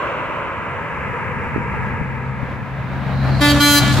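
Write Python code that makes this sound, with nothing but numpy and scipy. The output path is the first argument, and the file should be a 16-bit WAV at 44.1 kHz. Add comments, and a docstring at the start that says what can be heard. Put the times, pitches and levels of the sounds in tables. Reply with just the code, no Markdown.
"""Truck horn on a country road

A car rolls past and its tyre noise fades while a big diesel truck draws near, its turbo whistling.
The truck gives two blasts on its air horn, a reed chopping the air into a buzz, the second brighter.
The trees behind it send back a later, lower echo. A few puffs of wind thump on the microphone."""
import sys
import numpy as np
from scipy import signal
from scipy.fft import rfft, irfft, next_fast_len
from scipy.io import wavfile
from scipy.ndimage import uniform_filter1d, minimum_filter1d, map_coordinates

SR = 44100
rng = np.random.default_rng(int(sys.argv[2]) if len(sys.argv) > 2 else 0)


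def persist_wave(psi):
    """Save psi, clipped to +-1, as 16-bit WAV."""
    counts = np.round(np.clip(psi, -1, 1) * 32767).astype(np.int16)
    wavfile.write(sys.argv[1], SR, np.atleast_2d(counts).T)


N = 176400


def amp(db):
    """Decibels to gain."""
    return 10 ** (np.asarray(db) / 20)


def unit(x):
    """Scale to rms 1."""
    return x / np.sqrt(np.mean(x ** 2) + 1e-20)


def pan(db):
    """Stereo gains for a left-right level difference."""
    return amp(np.array([[db], [-db]]) / 2)


def along(points, hz):
    """Interpolate (frequency, value) points on a log axis."""
    f, v = np.transpose(points)
    return np.interp(np.log(hz + 1), np.log(f + 1), v)


def curve(rows, column=1):
    """One column of a time table, per sample."""
    rows = np.asarray(rows)
    return np.interp(np.arange(N) / SR, rows[:, 0], rows[:, column])


def wobble(rate_hz, size=N):
    """Smooth random curve, rate_hz knots a second."""
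    knots = rng.standard_normal(4096)
    return map_coordinates(knots, [np.arange(size) * rate_hz / SR], mode="wrap")


def phase_of(hz):
    """Running phase of a changing frequency."""
    return 2 * np.pi * np.cumsum(hz) / SR


def filtered(x, response):
    """Apply a frequency response."""
    size = next_fast_len(N + SR // 2)
    return irfft(rfft(x, size) * response(np.fft.rfftfreq(size, 1 / SR)), size)[..., :N]


# (frequency [Hz], left-right correlation [ratio])
NOISE_COHERENCE = [(50, 0.083), (130, 0.57), (600, 0.96), (1400, 0.75), (3100, 0.63), (7000, 0.12),
                   (15000, 0.21)]

def rush(spectrum, flutter_db, rate_hz):
    """Coloured stereo noise with a fluttering level, rms 1."""
    def mid_side_gains(hz):
        angle = np.arccos(np.clip(along(NOISE_COHERENCE, hz), -1, 1)) / 2
        return amp(along(spectrum, hz)) * [np.cos(angle), np.sin(angle)]

    mid, side = filtered(rng.standard_normal((2, N)), mid_side_gains)
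    return unit(np.array([mid + side, mid - side]) * amp(flutter_db * wobble(rate_hz)))


# (time [s], peak [dB], half-width [s], left-right [dB])
WIND_PUFFS = [(1.5625, -18.5, 0.00062, -27), (1.5808, -14, 0.00077, 11), (1.603, -20, 0.0014, 8),
              (2.016, -17, 0.0014, 16), (2.432, -19, 0.0013, 19)]

def wind():
    """Each puff is one swing of pressure on the microphone."""
    t, out = np.arange(N) / SR, np.zeros((2, N))
    for centre_s, db, half_width_s, pan_db in WIND_PUFFS:
        u = (t - centre_s) / half_width_s
        out += pan(pan_db) * amp(db) * u * np.exp((1 - u * u) / 2)
    return out


# (time [s], level [dB])
TYRE_LEVEL = [(0, -21.5), (.15, -23.5), (.45, -26), (.8, -29), (1.2, -32.5), (2, -48), (4, -76)]
TYRE_HISS_LEVEL = [(0, -40), (.3, -46.5), (.7, -50), (1.5, -70), (4, -73)]
WHINE_LEVEL = [(0, -33), (.5, -32), (.9, -27.5), (1.25, -25), (1.5, -26), (1.9, -26), (2.3, -32),
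               (2.8, -35), (4, -51)]
HUM_LEVEL = [(0, -45.5), (.75, -41.5), (1.0, -52), (2, -78)]
# (frequency [Hz], relative level [dB])
TYRE_SPECTRUM = [(120, -51), (200, -34), (235, -15), (292, -11), (451, -10.5), (560, -4), (804, -14.5),
                 (963, -3), (1630, -10), (1810, -22), (1910, -12), (2250, -15), (2900, -20.5), (4160, -48),
                 (7420, -46.5), (10100, -59), (15000, -60)]
TYRE_HISS_SPECTRUM = [(1500, -23), (2700, 6.5), (3300, -10.5), (4200, -12.5), (7000, -55), (12000, -48)]
WHINE_SPECTRUM = [(150, -13), (330, -12), (490, 0.5), (600, -11.5), (740, -12), (850, -4), (950, 2.5),
                  (1110, -6.5), (1290, -1.5), (1490, -10.5), (1660, 0.5), (1830, -8.5), (2000, -4.5),
                  (2300, -8.5), (2650, -13), (3000, -27), (3600, -42), (5500, -42), (6900, -44.5),
                  (7300, -39), (7800, -44.5), (15000, -54.5)]
HUM_HZ, LEFT_LEAD_S = 162, .00006

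def road():
    """The car's tyre roar and faint engine hum, whose hiss fades first, and the tread whine of the nearing
    truck's tyres, which rises as it comes."""
    tyres = amp(curve(TYRE_LEVEL)) * rush(TYRE_SPECTRUM, flutter_db=.5, rate_hz=14)
    whine = amp(curve(WHINE_LEVEL)) * rush(WHINE_SPECTRUM, flutter_db=.5, rate_hz=20)
    hiss = amp(curve(TYRE_HISS_LEVEL)) * rush(TYRE_HISS_SPECTRUM, flutter_db=-1.2, rate_hz=12)
    hum_gain = amp(curve(HUM_LEVEL) + 3.8 * wobble(11))
    hum = hum_gain * unit(np.sin(phase_of(HUM_HZ * (1 + 0.014 * wobble(9.6)))))
    mix = pan(db=-0.5) * (tyres + hiss + hum) + pan(db=0.7) * whine
    return filtered(mix, lambda hz: np.exp(1j * np.pi * hz * LEFT_LEAD_S * np.array([[1], [-1]])))


# (time [s], pitch [Hz], level [dB])
TURBO_TRACK = [(2.5, 3700, -67.5), (3.0, 3873, -55), (3.2, 4050, -44), (3.35, 4250, -38), (3.7, 4260, -40),
               (4, 4200, -36)]
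TURBO_BAND_HZ = 550

def turbo():
    """Turbo whistle: a narrow noise band shifted up to a gliding pitch."""
    band = filtered(rng.standard_normal((3, N)), lambda hz: 1 / (1 + (hz / TURBO_BAND_HZ) ** 2))
    stereo_band = signal.hilbert(band[:2] + band[2])
    carrier = np.exp(1j * phase_of(curve(TURBO_TRACK) - TURBO_BAND_HZ / 2))
    return amp(curve(TURBO_TRACK, column=2)) * unit((stereo_band * carrier).real)


# (time [s], firing rate [Hz])
FIRING_RATE = [(1.0, 68), (1.8, 67.1), (2.3, 65.34), (2.7, 66.86), (3.1, 67.2), (3.5, 66.6), (4, 65.8)]
# (multiple of firing rate [ratio], relative level [dB])
EXHAUST_ORDERS = [(1, -6), (2, 2.5), (3, -10.5), (4, -21.5), (5, -27.5)]
# (time [s], level [dB])
EXHAUST_LEVEL = [(0, -74), (1.0, -37), (1.7, -31), (2.3, -27), (2.55, -32.5), (2.95, -25.5), (3.35, -16),
                 (3.7, -21), (4, -18)]
RUMBLE_LEVEL = [(0, -37), (.7, -33.5), (1.2, -31), (1.8, -24.5), (2.3, -30.5), (2.8, -30), (3.15, -24),
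                (3.55, -20), (3.8, -20), (4, -16)]
ROAR_LEVEL = [(0, -56), (2.2, -39), (2.8, -32), (3.1, -28.5), (3.35, -25), (3.7, -24), (4, -20)]
# treble hiss, muted by the recorder's noise suppressor until the truck gets loud (time [s], level [dB])
TREBLE_OPENING_LEVEL = [(0, -80), (2.2, -65.5), (2.8, -67), (3.1, -64), (3.38, -46), (3.48, -25.5),
                        (3.7, -30.5), (3.85, -27), (4, -26)]
# (frequency [Hz], relative level [dB])
RUMBLE_SPECTRUM = [(20, -21), (40, -15), (65, -0.5), (110, 1), (170, -3), (235, -3.5), (320, -24.5),
                   (600, -39.5), (1500, -80)]
ROAR_SPECTRUM = [(120, -6), (280, 3), (420, -3), (600, 3.5), (900, -0.5), (1500, -1.5), (2100, -7),
                 (2800, -13.5), (4500, -27), (9000, -40.5)]
TREBLE_SPECTRUM = [(1200, -15), (2800, -4.5), (3600, 1.5), (4500, -1.5), (5300, -7.5), (7300, -7.5),
                   (9000, -13.5), (13000, -17.5), (15500, -27)]

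def diesel():
    """Truck exhaust note over a rumble; the roar and the late-opening treble pulse with the firings."""
    phase = phase_of(curve(FIRING_RATE) * (1 + 0.01174 * wobble(21.93)))
    orders = sum(amp(db + wobble(14)) * np.sin(k * phase + rng.uniform(0, 2 * np.pi))
                 for k, db in EXHAUST_ORDERS)
    exhaust = amp(curve(EXHAUST_LEVEL)) * unit(orders)
    rumble = amp(curve(RUMBLE_LEVEL)) * rush(RUMBLE_SPECTRUM, flutter_db=0.5, rate_hz=25)
    roar = amp(curve(ROAR_LEVEL)) * rush(ROAR_SPECTRUM, flutter_db=2.13, rate_hz=15)
    treble = amp(curve(TREBLE_OPENING_LEVEL)) * rush(TREBLE_SPECTRUM, flutter_db=-1.0, rate_hz=51)
    pulsing = 1 + 0.085 * np.sin(phase)
    return pan(db=2.5) * (exhaust + rumble) + (roar + treble) * pulsing


# (frequency [Hz], T60 [s])
TREE_DECAY = [(200, 0.22), (2000, 0.28), (10000, 0.17)]

def tree_scatter(x):
    """Trees scatter the sound into a diffuse tail whose treble dies first."""
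    hz, t, spectra = signal.stft(rng.standard_normal((2, SR // 2)), SR, nperseg=256)
    decay = amp(-60 * t / along(TREE_DECAY, hz)[:, None])
    tail = signal.istft(spectra * decay, SR, nperseg=256)[1]
    return signal.fftconvolve(x, tail / np.linalg.norm(tail[0]), axes=1)[:, :N]


# (start [s], end [s], gain [dB], pitch [Hz])
HORN_BLASTS = [(3.404, 3.517, 3, 291.9), (3.596, 3.787, 3.5, 290.9)]
# (frequency [Hz], relative level [dB])
AIR_SPECTRUM = [(500, -25), (2700, -13), (4200, 8), (6000, -7.5), (12000, -4), (16000, -16)]
ATTACK_S, RELEASE_S, TREBLE_RELEASE_S = 0.014, 0.039, .011

def horn_air():
    """Air hisses through the horn while the valve is open."""
    t, valve = np.arange(N) / SR, np.zeros(N)
    for start, end, db, _ in HORN_BLASTS:
        opening = np.clip((t - start) / ATTACK_S, 0, 1)
        valve += amp(db) * opening * np.exp(-np.maximum(t - end, 0) / TREBLE_RELEASE_S)
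    return amp(-27.5) * valve * rush(AIR_SPECTRUM, flutter_db=-1, rate_hz=40)


# (frequency / pitch [ratio], first blast [dB], second blast [dB])
HORN_SPECTRUM = [(0.99, -16, -15.5), (2.05, -24, -30), (2.98, -27.5, -27), (3.8, -24.5, -23),
                 (5.03, -26, -20.5), (6, -21, -21.5), (7.1, -29, -26.5), (7.9, -33, -24), (9, -32, -30.5),
                 (9.4, -37.5, -32.5), (11, -24.5, -20), (12.2, -35, -28.5), (13, -28.5, -28),
                 (14, -40, -19), (15.4, -34, -33.5), (16, -32, -25.5), (17, -37.5, -31), (20, -44.5, -31.5),
                 (22, -42.5, -31), (24.3, -39.5, -28), (28.4, -50.5, -40.5), (31.2, -48, -35.5),
                 (35, -45, -33), (38.2, -48, -34.5), (40, -47.5, -29), (43.6, -50, -39), (47, -56, -41),
                 (53, -56, -44.5)]
# (time [s], treble gain [dB], middle gain [dB])
HORN_COLOUR = [(3.41, -2.5, -3.5), (3.45, 1, 2), (3.51, 0.5, 0), (3.6, -6, 2.5), (3.63, -3.5, 0),
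               (3.71, -2, -1), (3.745, -0.5, -2), (3.79, 0, -2.5)]
# (frequency [Hz], left-right [dB])
HORN_PAN = [(60, 1.0), (110, 1.5), (200, 6.5), (380, -4), (700, 4), (1290, 0.5), (2380, -0.5), (4400, 0.5),
            (8120, -5.5), (15000, 7.5)]
# (frequency [Hz], side-mid [dB])
HORN_WIDTH = [(60, -7), (110, -9), (200, -14), (380, -25), (700, -6), (1290, -18.5), (2380, -4.5),
              (4400, -6.5), (8120, -3), (15000, -5.5)]
TREBLE_HZ, MIDDLE_HZ = 3500, 600
SAG_HZ_PER_S, JITTER = 6.9, .0007  # pitch sags as the truck comes abreast
SWELL_DB, SWELL_RATE_HZ = 2.6, 17
SCATTER_SHARE, SCATTER_ONSET_HZ, SCATTER_RATE_HZ = .5, 1500, 22

def horn(delay_s, doppler, cutoff_hz, harmonics=54):
    """A reed chops the air into a buzz; shifting paths make each harmonic swell at each ear."""
    out, size = np.zeros((2, N + SR)), SR // 2
    t = np.arange(size) / SR
    spectrum, colour = np.array(HORN_SPECTRUM), np.array(HORN_COLOUR)

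    def path_gain(share):
        drift = wobble(SCATTER_RATE_HZ, size) + 1j * wobble(SCATTER_RATE_HZ, size)
        return np.sqrt(1 - share ** 2) + share * drift / np.sqrt(2)

    for blast, (start, end, db, pitch_hz) in enumerate(HORN_BLASTS, 1):
        phase = phase_of(doppler * (pitch_hz - SAG_HZ_PER_S * t) * (1 + JITTER * wobble(140, size)))
        treble_db, middle_db = [np.interp(start + t, colour[:, 0], c) for c in colour.T[1:]]
        opening = np.clip(t / ATTACK_S, 0, 1)
        closed_s = np.maximum(start + t - end, 0)
        onset = round((start + delay_s) * SR)
        for k in range(1, harmonics + 1):
            hz = k * pitch_hz
            if hz > 2 * cutoff_hz:
                break
            treble = 1 / (1 + (TREBLE_HZ / hz) ** 4)
            colour_db = treble * treble_db + (1 - treble) * (hz > MIDDLE_HZ) * middle_db
            level_db = db + np.interp(k, spectrum[:, 0], spectrum[:, blast]) + colour_db
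            wander = hz / (hz + SCATTER_ONSET_HZ)
            swell_db = SWELL_DB * wander * wobble(SWELL_RATE_HZ, size)
            release_s = TREBLE_RELEASE_S + (RELEASE_S - TREBLE_RELEASE_S) / k
            envelope = amp(level_db + swell_db) * opening * np.exp(-closed_s / release_s)

            width = amp(along(HORN_WIDTH, hz))
            mid = path_gain(SCATTER_SHARE * wander)
            side = 1j * rng.choice([-1, 1]) * width * path_gain(SCATTER_SHARE * wander)
            ears = np.array([mid + side, mid - side]) / np.hypot(1, width)
            tone = np.sqrt(2) * (ears * np.exp(1j * (k * phase + rng.normal(0, 1.4)))).real
            lowpass = 1 / np.hypot(1, (hz / cutoff_hz) ** 3)
            out[:, onset:onset + size] += pan(along(HORN_PAN, hz)) * envelope * tone * lowpass
    return out[:, :N]


def scene():
    """Horn and its lower, duller echo over traffic and wind."""
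    blasts = horn(delay_s=0, doppler=1, cutoff_hz=31320) + horn_air()
    echo = amp(-9.5) * horn(delay_s=.128, doppler=0.99, cutoff_hz=3030)
    tail = amp(-18) * tree_scatter(blasts + echo)
    return blasts + echo + tail + road() + diesel() + turbo() + wind()


LIMIT_RMS_DB, LIMIT_HOLD_S, TOP_HZ = -10.5, 0.026, 15660

def record(dry):
    """A limiter ducks the mix under the horn; soft clip and band limit follow."""
    power = uniform_filter1d(np.mean(dry ** 2, axis=0), size=1300)
    rms = np.sqrt(np.abs(power) + 1e-12)
    target_gain = np.minimum(1, amp(LIMIT_RMS_DB) / rms)
    hold = int(LIMIT_HOLD_S * SR)
    limited = dry * uniform_filter1d(minimum_filter1d(target_gain, hold), hold)
    rounded = limited / (1 + np.abs(limited) ** 8) ** (1 / 8)
    return filtered(rounded, lambda hz: hz < TOP_HZ)


dry = scene()
out = record(dry)
persist_wave(out)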